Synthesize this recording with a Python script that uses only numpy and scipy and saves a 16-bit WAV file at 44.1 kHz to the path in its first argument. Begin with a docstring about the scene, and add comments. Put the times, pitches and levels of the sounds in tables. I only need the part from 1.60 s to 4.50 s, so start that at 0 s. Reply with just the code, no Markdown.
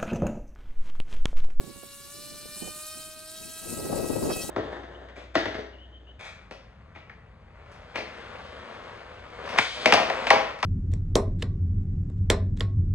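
"""An electric model boat whines across a lake, some tens of metres from two open microphone ports.
Brief wind thuds come early; from about half a second the shaft speeds up, then holds for the last second.
The two-bladed propeller slaps the surface twice a turn: whine from shaft harmonics, rasp from uneven clicks,
spray from noise bursts. The wake's hiss swells and sinks with the spray; the lake washes as faint steady noise.
Wind is noise in uneven buffets, with more thuds around one second and the hardest gusts near the end."""
import sys
import numpy as np
from scipy import signal
from scipy.fft import rfft, irfft, next_fast_len
from scipy.io import wavfile
from scipy.ndimage import map_coordinates

SR = 44100
rng = np.random.default_rng(int(sys.argv[2]) if len(sys.argv) > 2 else 0)


def transcribe(signal):
    """Save signal, clipped to [-1, 1], as a 16-bit WAV file at the path in sys.argv[1]."""
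    frames = np.atleast_2d(signal).T
    limited = np.clip(frames, -1, 1)
    pcm = np.round(limited * 32767).astype(np.int16)
    wavfile.write(sys.argv[1], SR, pcm)


N = 127890
SECONDS = np.arange(N) / SR
TOP_HZ = 15750  # upper edge of the recorder

# Level that ticks, spray and wake share, before their own trims. Each row: time in seconds, level in dB.
SPRAY_LEVEL = [(0, -54.5), (0.2, -51), (0.52, -47.5), (0.88, -47), (1.06, -42.5), (1.15, -44),
               (1.22, -43.5), (1.42, -45), (1.56, -49.5), (1.82, -46.5), (2.12, -41.5), (2.3, -43),
               (2.66, -43), (2.82, -39.5), (2.9, -43)]
# How cleanly the blades bite: more tick, less spray and wake. Each row: time in seconds, bite in dB.
BITE = [(0,-1),(.9,0),(1.3,2),(1.9,1.5),(2.3,-1.5),(2.9,-1.5)]


def undb(db):
    """Decibels to gain."""
    return 10 ** (np.asarray(db) / 20)


def unit(x):
    """Scale to rms 1."""
    return x / np.sqrt(np.mean(x ** 2))


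def curve(rows):
    """Join (seconds, value) rows by straight lines."""
    return np.interp(SECONDS, *np.array(rows, float).T)


def walk(rate):
    """Smooth random curve of rms 1 through a new chance value rate times a second."""
    points = rng.standard_normal(4096)
    return unit(map_coordinates(points, [SECONDS * rate], order=3, mode="wrap"))


def colour(x, points):
    """Causal minimum-phase filter with the given (Hz, dB) response; rms 1."""
    hz, db = np.array(points, float).T
    size = next_fast_len(N + 8192, real=True)
    grid = np.maximum(np.fft.rfftfreq(size, 1 / SR), 1)
    log_gain = np.log(undb(np.interp(np.log(grid), np.log(hz), db)))
    # folding the cepstrum onto positive times makes the response causal
    cepstrum = irfft(log_gain, size)
    cepstrum[1:size // 2] *= 2
    cepstrum[size // 2 + 1:] = 0
    response = np.exp(rfft(cepstrum))
    return unit(irfft(rfft(x, size) * response, size)[:N])


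def hiss(envelope, points, width):
    """Coloured noise under an envelope, partly unrelated at the two ports."""
    mid = colour(envelope * rng.standard_normal(N), points)
    side = colour(envelope * rng.standard_normal(N), points)
    return mid + width * side * np.array([[1], [-1]])


def boat():
    """One shaft drives whine, slaps and spray; the ports differ in level and phase with frequency."""
    # Shaft speed. Each row: time in seconds, speed in turns per second.
    shaft = [(0, 280.9), (0.3, 281.5), (0.47, 282.8), (0.57, 291.8), (0.63, 294.6), (0.85, 295.5),
             (0.97, 298.7), (1.03, 303.3), (1.18, 305.3), (1.26, 309.3), (1.41, 313.7), (1.52, 312.8),
             (1.66, 313.7), (1.75, 318.7), (2.08, 323.4), (2.3, 322.3), (2.9, 322.0)]
    # Difference between the ports. Each row: frequency in Hz, left minus right in dB, left lead in radians.
    ports = [(0,-3.5,0),(1310,-1.5,.25),(2560,-1.5,-.2),(4570,2,1.25),(8600,1.5,.75),(12300,-3,1.65),(15400,0,1.5)]
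    speed_jitter, jitter_per_s = .0006, 25  # rms share of the speed, rate

    speed = curve(shaft) * (1 + speed_jitter * walk(jitter_per_s))
    turns = np.cumsum(speed) / SR
    half_turns = np.arange(1, int(2 * turns[-1])) / 2
    times = np.interp(half_turns, turns, SECONDS)
    sound = whine(turns) + fading(slaps(times) + spray(turns, speed))

    hz, db, lead = np.array(ports, float).T
    grid = np.fft.rfftfreq(N, 1 / SR)
    # each port takes half of the difference
    left = undb(np.interp(grid, hz, db) / 2) * np.exp(.5j * np.interp(grid, hz, lead))
    return irfft(rfft(sound) * np.array([left, 1 / left]), N)


def whine(turns):
    """Harmonics of blade and shaft rate; the higher ones waver more, to a limit, as the hull rides ripples."""
    # Levels of 2, 4, 6, 8 and 10 times shaft speed, before wavering.
    # Each row: time in seconds, rms level in dB.
    blade_level = [(0,-57.5),(.25,-57.5),(.42,-60.5),(.66,-53.5),(.95,-55),(1.42,-52.5),(1.75,-53),(2.05,-56.5),(2.9,-55)]
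    second_level = [(0,-58),(.35,-59.5),(.8,-57.5),(1.0,-59),(1.14,-54),(1.28,-51),(1.62,-59),(1.9,-59.5),(2.14,-51.5),(2.45,-50.5),(2.9,-54)]
    third_level = [(0,-64.5),(.6,-64),(1.0,-58.5),(1.25,-61.5),(1.6,-71.5),(2.0,-64.5),(2.3,-58),(2.9,-55.5)]
    fourth_level = [(0,-67),(.8,-61.5),(1.08,-50.5),(1.17,-60),(1.3,-52),(1.65,-65),(2.08,-53.5),(2.35,-58),(2.53,-53),(2.675,-57),(2.705,-44),(2.82,-44),(2.84,-56)]
    fifth_level = [(0,-79),(.2,-62),(.95,-61.5),(1.08,-51.5),(1.18,-69),(1.31,-54.5),(1.5,-57.5),(1.62,-68.5),(2,-57.5),(2.17,-86),(2.67,-78),(2.735,-43),(2.77,-75),(2.815,-47),(2.85,-65)]
    # Partials of the unbalanced shaft. Each row: multiple of shaft speed, dB above the shared shaft level.
    shaft_lines = [(1,-5),(3,-11.5),(5,1.5),(7,-15.5),(13,1.5)]
    # Shared level of those partials. Each row: time in seconds, level in dB.
    shaft_level = [(0,-72.5),(.9,-67),(1.25,-63),(1.7,-60.5),(2.1,-59.5),(2.9,-62)]
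    pole_order, pole_db = 42, -72  # thin whistle of the motor's poles
    waver_db, waver_max_db, waver_per_s = .35, 3, 56  # dB per multiple, limit in dB, rate

    blade_levels = [blade_level, second_level, third_level, fourth_level, fifth_level]
    partials = [(2 * i, curve(rows)) for i, rows in enumerate(blade_levels, 1)]
    partials += [(pole_order, pole_db)]
    partials += [(k, db + curve(shaft_level)) for k, db in shaft_lines]
    total = np.zeros(N)
    for k, db in partials:
        waver = min(waver_db * k, waver_max_db) * walk(waver_per_s)
        total += undb(db + waver) * np.cos(2 * np.pi * k * turns)
    return -np.sqrt(2) * total


def slaps(times):
    """Blades slap early or late with the ripples; the air they drag under collapses with a bright tick."""
    # Level of the slaps before trim and flutter. Each row: time in seconds, level in dB.
    slap_level = [(0,-62.5),(.2,-56.5),(.68,-48),(.85,-49.5),(1.08,-46.5),(1.16,-49.5),(1.32,-47),(1.58,-54.5),(1.76,-48),(2.3,-52),(2.67,-49.5),(2.735,-37.5),(2.78,-58),(2.82,-40.5),(2.9,-52)]
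    # Colours of slap and tick. Each row: frequency in Hz, response in dB.
    slap_colour = [(300,-38),(2000,-21.5),(2900,-6),(3400,-5),(3850,2),(4150,6),(4500,2),(5000,2),(5600,3),(6300,-5),(7000,0),(8000,-11),(16000,-38.5)]
    tick_colour = [(300,-49),(4000,-30),(6200,-6),(7000,-3),(8200,0),(9500,-2.5),(12000,-9),(16000,-24)]
    slap_db, slap_flutter_db, slap_flutter_per_s = -.5, 1.5, 30.23
    tick_db, tick_flutter_db, tick_flutter_per_s = -3.2, .7, 29.56
    ripple_shift_s, ripple_per_s = .000012, 80  # rms shift of a stroke, rate

    # each of the two blades has its own ripple curve
    stroke = np.arange(len(times))
    ripples = np.array([walk(ripple_per_s), walk(ripple_per_s)])
    times = times + ripple_shift_s * ripples[stroke % 2, (times * SR).astype(int)]

    slap = colour(clicks(times, scatter_db=2.0, jitter_s=.000004), slap_colour)
    tick = colour(clicks(times, scatter_db=1.5, jitter_s=.000004), tick_colour)
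    slap_gain_db = curve(slap_level) + slap_db + slap_flutter_db * walk(slap_flutter_per_s)
    tick_gain_db = curve(SPRAY_LEVEL) + curve(BITE) + tick_db
    tick_gain_db += tick_flutter_db * walk(tick_flutter_per_s)
    return slap * undb(slap_gain_db) + tick * undb(tick_gain_db)


def clicks(times, scatter_db, jitter_s):
    """A sharp click of its own size at each blade stroke; one blade bites less."""
    weak_blade_db = -6.5
    chance = rng.standard_normal((4096, 2))[:len(times)]
    weak = np.arange(len(times)) % 2
    size = undb(scatter_db * chance[:, 0] + weak_blade_db * weak)
    at = (times + jitter_s * chance[:, 1]) * SR
    # a windowed sinc places each click between samples
    taps = at.astype(int)[:, None] + np.arange(-7, 9)
    offset = taps - at[:, None]
    shape = np.sinc(offset) * np.sinc(offset / 8)
    return np.bincount(taps.ravel() % N, (-size[:, None] * shape).ravel(), N)


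def spray(turns, speed):
    """Decaying noise bursts, one a blade stroke, over the wake's hiss, which gains on them as both swell and sink."""
    # Colour of spray and wake. Each row: frequency in Hz, response in dB.
    spray_colour = [(300,-20),(1400,-9),(2100,-17),(2800,-6.5),(3400,-14),(4200,-4.5),(5900,-6),(6800,-1.5),(9600,0),(12000,-3),(15500,-10)]
    spray_db, decay_s, scatter_db, spray_width = -5.8, .0004, 4, .25
    wake_db, wake_rise_db_per_s, wake_width = -3.6, .5, .55  # start and rise against the shared level
    flutter_db, flutter_per_s = .8, 39.74

    blade = (2 * turns).astype(int)
    age = (2 * turns - blade) / (2 * speed)  # seconds since the stroke
    size = undb(scatter_db * rng.standard_normal(4096)[blade])
    burst = np.exp(-age / decay_s) * size
    wake = undb(wake_db + wake_rise_db_per_s * SECONDS) * hiss(1, spray_colour, wake_width)
    water = undb(spray_db) * hiss(burst, spray_colour, spray_width) + wake
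    return water * undb(curve(SPRAY_LEVEL) - curve(BITE) / 2 + flutter_db * walk(flutter_per_s))


def fading(x):
    """Moving air and rippled water on the way make each band swell and fade by itself."""
    fade_db, fade_per_s, band_hz = 2.4, 50, 620  # rms depth, rate, spacing of bands
    hz, spectrum = np.fft.rfftfreq(N, 1 / SR), rfft(x)
    total = 0
    for centre in np.arange(0, TOP_HZ + band_hz, band_hz):
        triangle = np.maximum(1 - abs(hz - centre) / band_hz, 0)
        total = total + irfft(spectrum * triangle, N) * undb(fade_db * walk(fade_per_s))
    return total


def wind(strength):
    """Eddies tumble over one port in quick uneven buffets; a strong gust adds a brighter flutter."""
    # Colours of low rumble and gust flutter. Each row: frequency in Hz, response in dB.
    wind_colour = [(20,-9.5),(60,-3),(130,-0.5),(220,1),(350,-1),(550,-14.5),(800,-23.5),(1200,-26),(2000,-47),(5000,-26),(16000,-76)]
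    gust_colour = [(20,-31),(150,-12.5),(350,0),(550,-2),(800,-10.5),(1200,-23),(2000,-35.5),(5000,-50),(16000,-55)]
    buffet_db, buffet_per_s = 3.1, 64
    eddy_db, eddy_per_s = 1.7, 400
    # flutter over rumble in dB at the reference strength in dB, and its growth in dB per dB
    gust_db, gust_from_db, gust_growth = 2.5, -34.5, 1

    db = curve(strength)
    eddies = undb(buffet_db * walk(buffet_per_s) + eddy_db * walk(eddy_per_s))
    rumble = colour(eddies * rng.standard_normal(N), wind_colour)
    flutter = colour(eddies * rng.standard_normal(N), gust_colour)
    return undb(db) * (rumble + flutter * undb(gust_db + gust_growth * (db - gust_from_db)))


def buffets():
    """The hardest eddies give brief thuds of band-passed noise, each with its own brightness."""
    # Each row: centre in seconds, Gaussian spread in seconds, left level in dB, right level in dB,
    # upper edge in Hz.
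    thuds = [(.011,0.003,-38.5,-32,510),(0.038,0.00092,-57,-40,600),(0.08,0.0055,-55,-39,585),(0.236,0.003,-60,-37,765),(0.858,0.0019,-38,-60,600),(1.027,0.0039,-57,-29.5,597),(1.08,0.0043,-60,-32,694),(2.331,0.0018,-27,-23,990),(2.504,0.0036,-19.5,-36,700),(2.709,0.0076,-39,-27,1530),(2.895,0.002,-47,-22,796)]
    low_hz = 151
    out = 0
    for at, length, left_db, right_db, top_hz in thuds:
        band = signal.butter(2, [low_hz, top_hz], "band", fs=SR, output="sos")
        twice = np.vstack([band, band])
        air = unit(signal.sosfilt(twice, rng.standard_normal((2, N))))
        swell = np.exp(-((SECONDS - at) / length) ** 2 / 2)
        out = out + air * undb([[left_db], [right_db]]) * swell
    return out


def lake():
    """Faint wash of the lake: steady wide coloured noise."""
    # Each row: frequency in Hz, response in dB.
    lake_colour = [(100,6),(300,-16),(800,-16.5),(4000,-6),(16000,-36)]
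    mid_db = -59  # level of the part common to both ports
    return undb(mid_db) * hiss(1, lake_colour, width=1.0)


def scene():
    """Boat, wind at each port, thuds and the wash of the lake."""
    # Strength of the wind at each port. Each row: time in seconds, strength in dB.
    wind_left = [(0,-50),(.15,-55),(.38,-64.5),(.8,-54.5),(1.3,-63),(1.54,-53.5),(1.7,-60.5),(1.88,-46.5),(1.98,-66),(2.02,-42),(2.2,-38),(2.38,-30),(2.52,-33),(2.7,-33),(2.85,-36.5),(2.9,-41)]
    wind_right = [(0,-41.5),(.16,-46.5),(.24,-50),(.36,-54),(.68,-48.5),(.99,-52.5),(1.03,-39),(1.09,-40),(1.13,-51),(1.3,-62),(1.38,-44.5),(1.46,-64),(2.04,-56.5),(2.19,-36),(2.5,-38.5),(2.7,-32.5),(2.84,-43)]
    gusts = np.array([wind(wind_left), wind(wind_right)])
    return boat() + gusts + buffets() + lake()


def record(dry):
    """The recorder cuts the top with a steep low-pass."""
    return signal.sosfilt(signal.ellip(10, .2, 80, TOP_HZ, fs=SR, output="sos"), dry)


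dry = scene()
out = record(dry)
transcribe(out)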